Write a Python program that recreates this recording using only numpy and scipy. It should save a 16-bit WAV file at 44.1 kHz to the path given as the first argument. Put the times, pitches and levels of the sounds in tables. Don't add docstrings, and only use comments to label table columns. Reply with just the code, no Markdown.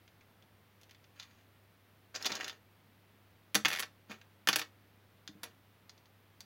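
import sys
import numpy as np
from scipy import signal
from scipy.fft import rfft, irfft
from scipy.io import wavfile

SR = 44100
rng = np.random.default_rng(int(sys.argv[2]) if len(sys.argv) > 2 else 0)


def unload_audio(sound):
    columns = np.transpose(np.atleast_2d(sound))
    steps = np.round(np.clip(columns, -1, 1) * 32767)
    wavfile.write(sys.argv[1], SR, steps.astype(np.int16))


N = 284434
TOP_HZ = 15900
RING_S = 0.25
AGE = np.arange(int(RING_S * SR)) / SR


def undb(db):
    return 10 ** (np.asarray(db) / 20)


def unit(x):
    return x / np.sqrt(np.sum(x ** 2))


def fade(t60_s):
    return np.exp(-np.log(1000) * AGE / t60_s)


def noise_burst(t60_s):
    return rng.standard_normal(len(AGE)) * fade(t60_s)


def band(x, lo_hz, hi_hz, order=2):
    limits_hz = [lo_hz, min(hi_hz, SR / 2 - 500)]
    return signal.sosfilt(signal.butter(order, limits_hz, "band", fs=SR, output="sos"), x)


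def attack_level(x, level_db):
    count = SR // 200
    return x * undb(level_db) / np.sqrt(np.mean(x[:count] ** 2))


def add(track, time_s, x):
    i = int(time_s * SR)
    track[i:i + len(x)] += x[:N - i]


def ring(modes, detune, scatter_db):
    hz, level_db, t60_s = np.transpose(modes)
    shift, weight, side = rng.standard_normal((len(hz), 3)).T
    gains = np.sign(side) * undb(level_db + scatter_db * weight)
    detuned_hz = hz * (1 + detune * shift)
    out = np.zeros(len(AGE))
    for gain, mode_hz, mode_t60_s in zip(gains, detuned_hz, t60_s):
        out += gain * np.sin(2 * np.pi * mode_hz * AGE) * fade(mode_t60_s)
    return out


def click(level_db, centre_hz, body_db, edge_db, t60_s, modes, snap_db, modes_db, spread):
    shell = unit(noise_burst(t60_s))
    shell[0] += undb(snap_db)
    tones = unit(ring(modes, detune=0.006, scatter_db=3.0))
    struck = shell + undb(modes_db) * tones
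    wall = band(struck, centre_hz / spread, centre_hz * spread, order=1)
    wall = band(wall, 1220, 6960, order=6)
    flexing = 1.1 * unit(noise_burst(0.097))
    body = band(flexing + shell + undb(-9) * tones, 474, 1830)
    edge = band(shell + tones, 5970, 18000)
    out = attack_level(wall, level_db)
    out += attack_level(body, level_db + body_db)
    return out + attack_level(edge, level_db + edge_db)


# (time [s], level [dB], ring centre [Hz], hard edge [dB], second contact [dB])
LANDINGS = [(3.5457, -30.5, 3600, -4, 7.5), (3.6491, -25, 2730, -18, 3.5), (3.6829, -32.5, 2600, -6, -10),
            (3.7308, -33.5, 2800, -8.5, -10), (3.7947, -35.5, 2620, -2.5, 0.5), (3.8252, -38, 3130, -16, 0),
            (4.1094, -53.5, 2330, -17, 9), (4.4733, -25.5, 2470, -11, -15),
            (4.4875, -20.5, 2900, -10.5, -14), (4.5296, -28.5, 3460, -16, -6.5),
            (4.559, -25.5, 3030, -4, -17), (4.5869, -39.5, 3050, -6.5, 5), (4.6155, -36.5, 3000, -17, -6.5),
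            (5.433, -42.5, 3530, -2.5, -4)]
SECOND_CONTACT_S = 0.0064


def landings():
    for time_s, level_db, centre_hz, edge_db, second_db in LANDINGS:
        yield time_s, level_db, centre_hz, edge_db
        yield time_s + SECOND_CONTACT_S, level_db + second_db, centre_hz, edge_db


# (time [s], length [s], level [dB])
RATTLES = [(3.7025, .085, -35)]
ROCK_GAP_S, ROCK_JITTER, ROCK_FALL_DB_PER_S = 0.0115, 0.15, 39.5
ROCK_HZ, ROCK_EDGE_DB = 2550, -13


def rocking():
    for time_s, length_s, level_db in RATTLES:
        age_s = 0
        while age_s < length_s:
            yield time_s + age_s, level_db - ROCK_FALL_DB_PER_S * age_s, ROCK_HZ, ROCK_EDGE_DB
            age_s += ROCK_GAP_S * np.exp(ROCK_JITTER * rng.standard_normal())


# (frequency [Hz], level [dB], t60 [s])
BRICK_MODES = [(813.5, -7, .07), (1162, 0, 0.055), (1284, -3, 0.071), (1540, -4, 0.081), (1763, 10, 0.022),
               (1934, 2.5, 0.035), (2245, 3.5, 0.031), (2492, -1.5, 0.029), (2793, -6, 0.05),
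               (3254, -2.5, 0.032), (3470, -1, 0.032), (4605, 0, .04), (5840, -6.5, 0.088),
               (6210, -9.5, 0.052), (7687, -4, 0.05), (11120, 5.5, 0.032), (15000, -10.5, .03)]
LOOSE_BODY_DB, LOOSE_T60_S = -9.5, 0.036


def loose_bricks():
    out = np.zeros(N)
    for time_s, level_db, centre_hz, edge_db in [*landings(), *rocking()]:
        knock = click(level_db, centre_hz, LOOSE_BODY_DB, edge_db, LOOSE_T60_S, BRICK_MODES,
                      snap_db=-7.5, modes_db=-5, spread=1.365)
        add(out, time_s, knock)
    return out


# (time [s], level [dB], ring centre [Hz], hard edge [dB])
LIGHT_TICKS = [(0.0781, -60, 2980, -34), (0.2096, -62.5, 2380, -32), (0.4244, -63.5, 2900, -15),
               (0.8138, -65.5, 3420, -1), (0.833, -60, 3380, -7), (0.8946, -61, 2880, -14),
               (0.9103, -56.5, 2940, -9), (0.9473, -60.5, 2920, -31), (1.042, -63.5, 2870, -28),
               (1.1985, -44, 3700, -19), (1.231, -56, 3160, -11), (2.1507, -40, 4700, -20),
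               (2.1598, -37, 5430, -19), (2.2253, -40, 4400, -13), (2.2466, -37, 3300, -21),
               (2.2555, -34, 3300, -17), (2.2598, -39, 4000, -3), (2.2635, -28, 4600, -16.5),
               (2.319, -35.5, 4400, -19), (2.322, -40, 4750, -28), (2.353, -38, 4570, -11.5),
               (2.4089, -35.5, 2410, -21), (2.4446, -39.5, 4500, -15), (2.4802, -40, 3480, -11),
               (2.4962, -40.5, 3400, -19), (4.214, -55.5, 2660, -19), (5.2766, -43, 3380, -18),
               (5.895, -51, 4100, -14.5), (5.978, -64, 4500, -17), (6.057, -65, 3300, -10),
               (6.4056, -48, 4270, -7)]
# (frequency [Hz], level [dB], t60 [s])
MODEL_MODES = [(916, 10, 0.018), (1591, 1.5, 0.049), (1818, 9.5, 0.021), (2002, 4.5, 0.035),
               (2224, 3.5, 0.025), (3160, -10, 0.075), (3543, 0, 0.053), (4120, -12, 0.13),
               (4750, -12, 0.15), (5560, -26.5, 0.052), (6200, 2, 0.023), (6660, 2, 0.038)]
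TICK_BODY_DB, TICK_T60_S = -15, 0.034


def light_ticks():
    out = np.zeros(N)
    for time_s, level_db, centre_hz, edge_db in list(LIGHT_TICKS) + catches():
        tick = click(level_db, centre_hz, TICK_BODY_DB, edge_db, TICK_T60_S, MODEL_MODES,
                     snap_db=-4.5, modes_db=-8, spread=1.33)
        add(out, time_s, tick)
    return out


# (time [s], attack [s], hold [s], level [dB], drag on the table [dB])
RUBS = [(0.784, .02, .12, -81, -20), (1.111, 0.09, 0.044, -62, -19), (1.254, 0.029, .14, -75.5, -18),
        (2.141, 0.0043, .02, -48, -5), (2.195, 0.019, .01, -53.5, -5), (2.241, 0.016, 0.01, -41, -5),
        (2.285, 0.022, 0.071, -49, -2), (2.377, 0.033, .06, -51, -4.5), (2.474, 0.025, 0.018, -60.5, -5),
        (4.078, 0.031, 0.0093, -49, -4), (5.426, 0.0079, 0.016, -54, 0)]
SLIPS_PER_S, SLIP_SCATTER_DB = 1600, 4
RUB_RELEASE_DB_PER_S = 348.5
RASP_LOW_DB, RASP_WIDE_DB = 7.5, -11


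def rubbing():
    pressure, drag = np.zeros((2, N))
    for time_s, attack_s, hold_s, level_db, table_db in RUBS:
        push = undb(level_db) * stroke(time_s, attack_s, hold_s)
        pressure += push
        drag += undb(table_db) * push
    slips = (rng.random(N) < SLIPS_PER_S / SR) * rng.standard_normal(N)
    slips *= undb(SLIP_SCATTER_DB * rng.standard_normal(N))
    tones = unit(ring(MODEL_MODES, detune=0.0065, scatter_db=1.5))
    shell = unit(noise_burst(0.029)) + undb(-10.5) * tones
    rung = signal.fftconvolve(slips, shell)[:N]
    rasp = band(rung, 1280, 7280, order=5)
    rasp += undb(RASP_LOW_DB) * band(rung, 1020, 3800)
    rasp += undb(RASP_WIDE_DB) * rung
    rumble = band(slips, 220, 1070, order=3)
    return pressure * rasp / np.std(rasp) + drag * rumble / np.std(rumble)


def stroke(time_s, attack_s, hold_s):
    age_s = np.arange(N) / SR - time_s
    build = np.clip(age_s / attack_s, 0, 1) ** 2
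    return build * undb(-RUB_RELEASE_DB_PER_S * np.clip(age_s - attack_s - hold_s, 0, 1))


CATCHES_PER_S, CATCH_DB, CATCH_SCATTER_DB = 48, -2, 5
CATCH_HZ, CATCH_EDGE_DB = 3700, -20


def catches():
    rows = []
    for time_s, attack_s, hold_s, level_db, _ in RUBS:
        count = int(hold_s * CATCHES_PER_S)
        for k in range(count):
            catch_s = time_s + attack_s + hold_s * (k + rng.random()) / count
            catch_db = level_db + CATCH_DB + CATCH_SCATTER_DB * rng.standard_normal()
            rows.append((catch_s, catch_db, CATCH_HZ, CATCH_EDGE_DB))
    return rows


# (time [s], level [dB], highest [Hz])
BUMPS = [(2.311, -47, 520), (3.551, -33, 1000), (4.094, -46, 242), (5.288, -50.5, 300), (5.35, -53, 406)]
BUMP_S = 0.0097
THUD_DB, THUD_TOP_HZ = -20.5, 466


def table_top():
    out = np.zeros(N)
    thuds = []
    for time_s, level_db, _, _, second_db in LANDINGS:
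        thuds.append((time_s, level_db + max(second_db, 0) + THUD_DB, THUD_TOP_HZ))
    for time_s, level_db, highest_hz in list(BUMPS) + thuds:
        add(out, time_s, np.sqrt(SR * BUMP_S) * undb(level_db) * board(highest_hz))
    return out


# (frequency [Hz], level [dB], t60 [s])
TABLE_MODES = [(134, -10, 0.18), (210, -2, 0.14), (210, -7.5, 0.086), (313, 0.5, 0.068), (337.3, 0, 0.041),
               (449.5, -5, 0.08), (593, -13, 0.07), (718, -9.5, 0.07), (794, -7, .075)]


def board(highest_hz):
    thud = unit(band(noise_burst(0.07), 180, 500))
    ringing = unit(ring(TABLE_MODES, detune=0.015, scatter_db=4.5)) + undb(-8) * thud
    return unit(band(ringing, 140, highest_hz, order=3))


# (frequency [Hz], t60 [s])
ROOM_DECAY = [(200, 0.25), (1000, 0.21), (3000, 0.17), (7000, 0.17), (15000, 0.14)]


def room(x, echo_db, tail_db):
    hz, t60_s = np.transpose(ROOM_DECAY)
    edges_hz = np.geomspace(110, 17000, 9)
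    tail = np.zeros(len(AGE))
    for lo_hz, hi_hz in zip(edges_hz, edges_hz[1:]):
        band_t60_s = np.interp(np.log(lo_hz * hi_hz) / 2, np.log(hz), t60_s)
        tail += band(rng.standard_normal(len(AGE)), lo_hz, hi_hz, order=3) * fade(band_t60_s)
    tail *= 1 - np.exp(-(AGE / 0.008) ** 2)
    sparse = (rng.random(len(AGE)) < 0.06) * (AGE > 0.002)
    echoes = band(noise_burst(0.055) * sparse, 690, 16000)
    response = undb(echo_db) * unit(echoes) + undb(tail_db) * unit(tail)
    return x + signal.fftconvolve(x, response)[:N]


# (frequency [Hz], density [dB per Hz])
HISS_SHAPE = [(25, -9.5), (45, -19), (72, 0.5), (120, -1.5), (210, -0.5), (300, -4.5), (500, -6.5),
              (1000, -9.5), (2000, -11.5), (3500, -16), (5000, -22), (7500, -29), (10000, -26),
              (15000, -21)]
HISS_DB = -67.5
# (frequency [Hz], level [dB])
HUM_PARTIALS = [(100, -69.5), (200, -85), (300, -91)]


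def background():
    hz, density_db = np.transpose(HISS_SHAPE)
    bins_hz = np.maximum(np.fft.rfftfreq(N, 1 / SR), 1)
    shape = undb(np.interp(np.log(bins_hz), np.log(hz), density_db))
    hiss = irfft(rfft(rng.standard_normal(N)) * shape, N)
    hiss *= undb(HISS_DB) / np.std(band(hiss, 130, TOP_HZ))
    time_s = np.arange(N) / SR
    knots_s = np.linspace(0, N / SR, 30)
    waver_db = 0.5 * np.interp(time_s, knots_s, rng.standard_normal(len(knots_s)))
    hum = np.zeros(N)
    for partial_hz, level_db in HUM_PARTIALS:
        phase = 2 * np.pi * (partial_hz * time_s + rng.random())
        hum += np.sqrt(2) * undb(level_db) * np.sin(phase)
    return hiss + undb(waver_db) * hum


def scene():
    near = loose_bricks() + light_ticks() + rubbing() + table_top()
    return (room(near, echo_db=-12, tail_db=-14) + background())[None]


def record(dry):
    return signal.sosfilt(signal.ellip(10, 0.2, 70, TOP_HZ, fs=SR, output="sos"), dry)


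dry = scene()
out = record(dry)
unload_audio(out)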